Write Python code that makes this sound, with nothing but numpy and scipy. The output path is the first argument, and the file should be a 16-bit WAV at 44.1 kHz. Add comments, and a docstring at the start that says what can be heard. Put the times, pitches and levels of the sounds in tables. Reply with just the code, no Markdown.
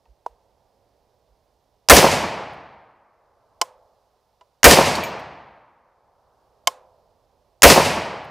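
"""Faint outdoor air and the clicks of a rifle's action, then three semi-automatic shots from a tripod.
Each time the hammer falls, the blast overloads a close microphone and the bolt cycles; plastic drums
beside the rifle boom along, and the edge of a wood throws the report back and lets it roll on.
Between shots the action clicks and spent cases tinkle; the gain ducks, then lets the air swell back."""
import sys
import numpy as np
from scipy import signal
from scipy.fft import rfft, irfft
from scipy.io import wavfile

SR = 44100
rng = np.random.default_rng(int(sys.argv[2]) if len(sys.argv) > 2 else 0)


def bounce(signal):
    """Save signal as a 16-bit WAV file at the path given by the first command-line argument."""
    frames = np.transpose(np.atleast_2d(signal))
    limited = np.clip(frames, -1, 1)
    pcm = np.round(limited * 32767).astype(np.int16)
    wavfile.write(sys.argv[1], SR, pcm)


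N = 366030
TOP_HZ, TAIL_S = 15400, 1.8
T = np.arange(int(TAIL_S * SR)) / SR


def undb(db):
    """Decibels to gain."""
    return 10 ** (np.asarray(db) / 20)


def fade(t, t60):
    """Exponential decay, 60 dB in t60 seconds."""
    return np.exp(-np.log(1000) * t / t60)


def add(out, s, x):
    """Mix x into out from time s on."""
    i = max(int(s * SR), 0)
    out[i:i + len(x)] += x[:max(len(out) - i, 0)]


def across(table, hz, column=1):
    """Interpolate a table column over log frequency."""
    rows = np.array(table, float)
    return np.interp(np.log(hz + 1), np.log(rows[:, 0]), rows[:, column])


def butter(x, order, hz, kind):
    """Butterworth filter."""
    return signal.sosfilt(signal.butter(order, hz, kind, fs=SR, output="sos"), x)


def band(x, lo_hz, hi_hz):
    """Band-pass with second-order skirts."""
    return butter(x, 2, [lo_hz, min(hi_hz, SR / 2 - 1)], "band")


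def unit(x):
    """Scale to unit rms."""
    return x / np.std(x)


def burst(table, noise):
    """Colour white noise; each half octave decays at its own rate."""
    n = len(noise)
    hz = np.fft.rfftfreq(n, 1 / SR)
    spectrum = rfft(noise) * undb(across(table, hz)) * np.sqrt(SR / 2)
    half_octaves = 2 * np.log2(np.maximum(hz, 20) / 20)
    out = np.zeros(n)
    for k in range(21):
        part = irfft(spectrum * np.maximum(1 - abs(half_octaves - k), 0), n)
        out += part * fade(T[:n], across(table, 20 * 2 ** (k / 2), column=2))
    return out


def thump(centre_s, hz, width_s):
    """Pressure wave of a cycle or two."""
    return -np.cos(2 * np.pi * hz * (T - centre_s)) * np.exp(-((T - centre_s) / width_s) ** 2)


# outdoor air: (frequency [Hz], relative density [dB])
AIR_SPECTRUM = [(15, -37), (25, -7.5), (59, -3), (118, -7), (158, -13), (326, -15.5), (415, -8.5),
                (558, -6.5), (637, -6.5), (927, -10.5), (1350, -24), (2370, -28.5), (5010, -25.5),
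                (7480, -34.5), (15000, -36.5)]


def air(level_db=-64.5, stereo_spread=.3, hiss_db=-1, rush_hz=1300, swell_db=2.0, swell_s=.7):
    """A distant rush swells at random under an even hiss."""
    hz, t = np.fft.rfftfreq(N, 1 / SR), np.arange(N) / SR
    common, left, right = irfft(rfft(rng.standard_normal((3, N))) * undb(across(AIR_SPECTRUM, hz)), N)
    noise = undb(level_db) * unit(common + stereo_spread * np.array([left, right]))
    rush = irfft(rfft(noise) / (1 + (hz / rush_hz) ** 4), N)
    gusts = rng.standard_normal(40)
    swell = undb(swell_db * np.interp(t / swell_s, np.arange(len(gusts)), gusts))
    return rush * swell + undb(hiss_db) * (noise - rush)


def ring(modes, t):
    """Damped modes, random phases."""
    return sum(undb(db) * fade(t, t60) * np.sin(2 * np.pi * (hz * t + rng.random()))
               for hz, db, t60 in modes)


# receiver, stock and tripod legs, with the long rings of the plastic drums near 512 and 1076 Hz: (frequency
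# [Hz], level [dB], t60 [s])
RIFLE_MODES = [(512, -39.5, .74), (515.4, -11, .045), (690, -4.5, .043), (860, -4.5, .036),
               (1045, 2.5, .045), (1076, -31.5, .15), (1344, -10, .027), (1487, -12.5, .028),
               (2140, -6.5, .026), (3050, -2.5, .024), (3400, -15.5, .018), (4000, -13, .018),
               (5278, -14.5, .041), (5880, -7, .022), (6800, -11.5, .022), (7200, -8.5, .022),
               (7980, -15, .02)]
# crack of a contact: (frequency [Hz], density [dB/Hz], t60 [s])
CRACK_SPECTRUM = [(60, -52, .04), (280, -42.5, .04), (700, -37.5, .035), (1810, -38.5, .022),
                  (3600, -36, .018), (6000, -36.5, .026), (9000, -42.5, .018), (15000, -50.5, .018)]


def contact(treble_db, pitch, length, rise_s=.0018, body_rise_s=.0045, body_hz=1600, lowest_hz=400):
    """Steel on steel: crack and bright modes first, then the heavier body; small parts radiate no bass."""
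    t = T[:SR // 2]
    steel = [(hz * pitch, db + treble_db, t60 * length) for hz, db, t60 in RIFLE_MODES if hz > body_hz]
    body = [(hz * pitch, db, t60 * length) for hz, db, t60 in RIFLE_MODES if hz <= body_hz]
    spectrum = [(hz, db + treble_db * (hz > body_hz), t60 * length) for hz, db, t60 in CRACK_SPECTRUM]
    crack = burst(spectrum, rng.standard_normal(len(t)))
    blow = (ring(steel, t) + crack) * np.minimum(t / rise_s, 1) ** 2
    blow += ring(body, t) * np.minimum(t / (body_rise_s * length), 1)
    return butter(blow, 3, lowest_hz, "high")


# scatter of a click: (frequency [Hz], density [dB/Hz], t60 [s])
NEARBY_SPECTRUM = [(100, -83.5, .3), (330, -81, .4), (520, -69, 1.6), (950, -67.5, 1), (1500, -76.5, .42),
                   (5300, -78, .25), (9000, -79, .22), (15000, -84.5, .15)]


def surroundings(treble_db, treble_share=.4, treble_hz=1400):
    """Ground, drums and trees answer a click diffusely."""
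    spectrum = [(hz, db + treble_share * treble_db * (hz > treble_hz), t60)
                for hz, db, t60 in NEARBY_SPECTRUM]
    return burst(spectrum, rng.standard_normal(SR))


# safety, trigger reset: (time [s], level [dB], treble [dB], pitch [ratio], ring length [ratio])
ACTION_CLICKS = [(.054, -53.5, -8, 0.87, 1.5), (.262, -16, -20, 0.92, 0.5), (3.6134, -10.5, 1, .99, 1.03),
                 (4.409, -43.5, -7.5, 0.95, 1.5), (6.6715, -8, 3, 1.01, 1)]


def clicks(left_db=.1, right_db=1.97, hardest_hz=19000, db_per_octave=20):
    """Action and hammer contacts, slightly right, duller when gentle, each with its scatter."""
    out = np.zeros(N)
    for s, db, treble_db, pitch, length in ACTION_CLICKS + hammer():
        cutoff_hz = min(hardest_hz * 2 ** (db / db_per_octave), TOP_HZ)
        add(out, s, undb(db) * butter(contact(treble_db, pitch, length), 2, cutoff_hz, "low"))
        add(out, s, undb(db) * length * surroundings(treble_db))
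    return out * undb([[left_db], [right_db]])


# bumps on the microphone: (time [s], level [dB])
MIC_BUMPS = [(.108, -46.5), (.321, -53), (1.32, -55)]


def bumps(lead_s=.1):
    """Soft knocks on the microphone, one low pulse each."""
    out = np.zeros(N)
    for s, db in MIC_BUMPS:
        add(out, s - lead_s, undb(db) * thump(lead_s, hz=52.3, width_s=.02))
    return out


def hammer(lead_s=.0105, db=-11, treble_db=15, pitch=.94, length=.4):
    """Click rows for the hammer: a short, bright contact just before each shot."""
    return [(s - lead_s, db, treble_db, pitch, length) for s, _ in MUZZLE_BLASTS]


# shots: (time [s], level [dB])
MUZZLE_BLASTS = [(1.897, 6.5), (4.6415, 6.5), (7.631, 6.4)]


def shots(gas_db=-9):
    """Each shot: blast, gas thump, echoes, drum boom, wood scatter and bolt."""
    out, slaps = np.zeros(N), echoes()
    near_noise, far_noise = rng.standard_normal((2, len(T)))
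    gas = undb(gas_db) * thump(centre_s=.031, hz=57, width_s=.012)
    for s, db in MUZZLE_BLASTS:
        report = blast(near_noise) + gas + slaps
        add(out, s, undb(db) * (report + drums(report) + wood(far_noise) + bolt()))
    return out


def paths(steady_noise, steady_hz=2200):
    """Long waves take the same paths every shot; moving air and leaves scramble the short ones."""
    steady_share = 1 / (1 + (np.fft.rfftfreq(len(T), 1 / SR) / steady_hz) ** 2)
    scrambled = rfft(rng.standard_normal(len(T))) * np.sqrt(1 - steady_share)
    return irfft(rfft(steady_noise) * np.sqrt(steady_share) + scrambled, len(T))


# near field of the blast: (frequency [Hz], density [dB/Hz], t60 [s])
BLAST_SPECTRUM = [(25, -60, .3), (70, -37.5, .25), (150, -33, .25), (300, -27, .15), (574, -20, .23),
                  (920, -23.5, .089), (1900, -20.5, .095), (3500, -26, .055), (6500, -21.5, .035),
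                  (15000, -33.5, .061)]


def blast(noise, rise_s=.004):
    """Broadband muzzle burst; the bass outlasts the treble."""
    return burst(BLAST_SPECTRUM, paths(noise)) * np.minimum(T / rise_s, 1)


# hollow plastic drums: (frequency [Hz], bandwidth [Hz], gain [dB])
DRUM_MODES = [(540, 35, 0), (720, 30, -4.5), (70, 20, -3), (144, 40, -5.5), (353, 60, -8.5)]


def drums(report):
    """The drums resonate, driven by the report."""
    return sum(undb(db) * signal.lfilter(*signal.iirpeak(hz, hz / width_hz, SR), report)
               for hz, width_hz, db in DRUM_MODES)


# scatter from the wood: (frequency [Hz], density [dB/Hz], t60 [s])
WOOD_SPECTRUM = [(25, -75, 1.1), (65, -43.5, 1.35), (150, -39.5, 1.15), (410, -45.5, 1.305),
                 (650, -39, 1.35), (950, -40, 1.42), (1400, -50, 1.5), (2600, -43.5, 1.037),
                 (3600, -50, .97), (4900, -45.5, .8), (7110, -49.5, .65), (10450, -48.5, .47),
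                 (15000, -50.5, .37)]


def wood(noise, rise_s=.012):
    """Trees scatter the blast into a long tail."""
    return burst(WOOD_SPECTRUM, paths(noise)) * np.minimum(T / rise_s, 1)


def reflection(t60_s, lo_hz, hi_hz, rise_share=.04):
    """One echo as a band of decaying noise; a deep reflector swells more slowly."""
    t = T[:SR // 2]
    envelope = fade(t, t60_s) * np.minimum(t / (rise_share * t60_s), 1)
    return unit(band(rng.standard_normal(len(t)), lo_hz, hi_hz) * envelope) * np.std(envelope)


# strongest slaps from banks and trunks: (delay [s], level [dB])
STRONG_SLAPS = [(.074, -3), (.088, -4.5), (.129, -6.5), (.145, -1.5), (.166, -7.5), (.228, -14.5),
                (.271, -18.5), (.342, -17.5)]
# wash from thickets: (delay [s], level [dB], upper edge [Hz])
THICKET_WASHES = [(.204, -21, 7340), (.46, -29, 1110)]


def echoes(trunks=14, first_s=.04, last_s=.55, trunk_db=-15, db_per_doubling=5.5):
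    """Strong slaps, random trunk slaps that weaken with path length, and the thickets' soft wash."""
    out = np.zeros(len(T))
    delays_s = first_s + (last_s - first_s) * (np.arange(trunks) + rng.random(trunks)) / trunks
    weak_slaps = [(s, trunk_db - db_per_doubling * np.log2(s / first_s)) for s in delays_s]
    for s, db in STRONG_SLAPS + weak_slaps:
        add(out, s, undb(db) * reflection(t60_s=.058, lo_hz=200, hi_hz=880))
    for s, db, hi_hz in THICKET_WASHES:
        add(out, s, undb(db) * reflection(t60_s=.44, lo_hz=456, hi_hz=hi_hz))
    return out


def bolt(home_s=.0685, home_db=-11.5, scrape_s=.083, scrape_width_s=.022, scrape_db=-12):
    """The carrier slams home amid its own scrape."""
    scrape = unit(band(rng.standard_normal(len(T)), lo_hz=1800, hi_hz=7500))
    out = undb(scrape_db) * scrape * np.exp(-((T - scrape_s) / scrape_width_s) ** 2)
    add(out, home_s, undb(home_db) * contact(treble_db=12, pitch=.59, length=1))
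    return out


def roll(level_db=-45, rise_s=.9, t60_s=5.3, lo_hz=420, hi_hz=1200):
    """Each report rolls on faintly through the distant forest, in a steep-sided band."""
    out, t = np.zeros(N), np.arange(N) / SR
    envelope = np.minimum(t / rise_s, 1) * fade(t, t60_s)
    for s, _ in MUZZLE_BLASTS:
        noise = band(rng.standard_normal(N), lo_hz, hi_hz)
        add(out, s, envelope * unit(band(noise, lo_hz, hi_hz)))
    return undb(level_db) * out


# cases landing on stone or leaves: (time [s], level [dB], hardest-driven frequency [Hz], ring [dB])
CASE_LANDINGS = [(2.533, -43, 6040, -20.5), (4.953, -10.5, 4480, 0), (5.036, -15.5, 2330, 1),
                 (5.036, -17.5, 7500, 3), (5.194, -37, 8000, -15), (8.245, -41, 7000, -20.5)]
# brass case: (frequency [Hz], level [dB], t60 [s])
CASE_MODES = [(2340, -2.5, .07), (4460, -1.5, .033), (6680, -14, 0.16), (12700, -5, .063), (14500, -2, .16)]


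def brass(tick_db=-13, tick_t60_s=.069, focus_db_per_octave=16):
    """A spent case ticks on the ground and rings; the point of contact picks the modes."""
    out, t = np.zeros(N), T[:SR // 2]
    for s, db, struck_hz, ring_db in CASE_LANDINGS:
        modes = [(hz, mode_db - focus_db_per_octave * abs(np.log2(hz / struck_hz)), t60)
                 for hz, mode_db, t60 in CASE_MODES]
        tick = unit(band(rng.standard_normal(len(t)), struck_hz / 2, struck_hz * 2)) * fade(t, tick_t60_s)
        add(out, s, undb(db) * (undb(ring_db) * ring(modes, t) + undb(tick_db) * tick))
    return out


def scene(air_left_db=-4, air_right_db=1.2):
    """Shots and brass centred; clicks, air and bumps stronger on the right."""
    rifle = shots() + roll() + clicks() + brass()
    return rifle + (air() + bumps()) * undb([[air_left_db], [air_right_db]])


def gain_control(x, threshold_db=-11, deepest_db=7, release_db_per_s=12, sense_s=.05):
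    """Loud sound ducks the gain at once, to a limit; it recovers at a steady rate."""
    step = 1 / (sense_s * SR)
    power = signal.lfilter([step], [1, step - 1], np.mean(x ** 2, axis=0))
    level_db = 10 * np.log10(power + 1e-18)
    released_db = release_db_per_s * np.arange(N) / SR
    held_db = np.maximum.accumulate(level_db + released_db) - released_db
    return x * undb(-np.clip(held_db - threshold_db, 0, deepest_db))


def record(dry, ceiling=.92, knee=10, rumble_hz=24):
    """The microphone sheds rumble, the gain ducks, the input stage flattens the blast, the top is cut."""
    ducked = gain_control(butter(dry, 3, rumble_hz, "high"))
    clipped = ducked / (1 + abs(ducked / ceiling) ** knee) ** (1 / knee)
    return signal.sosfilt(signal.ellip(8, .2, 70, TOP_HZ, fs=SR, output="sos"), clipped)


dry = scene()
out = record(dry)
bounce(out)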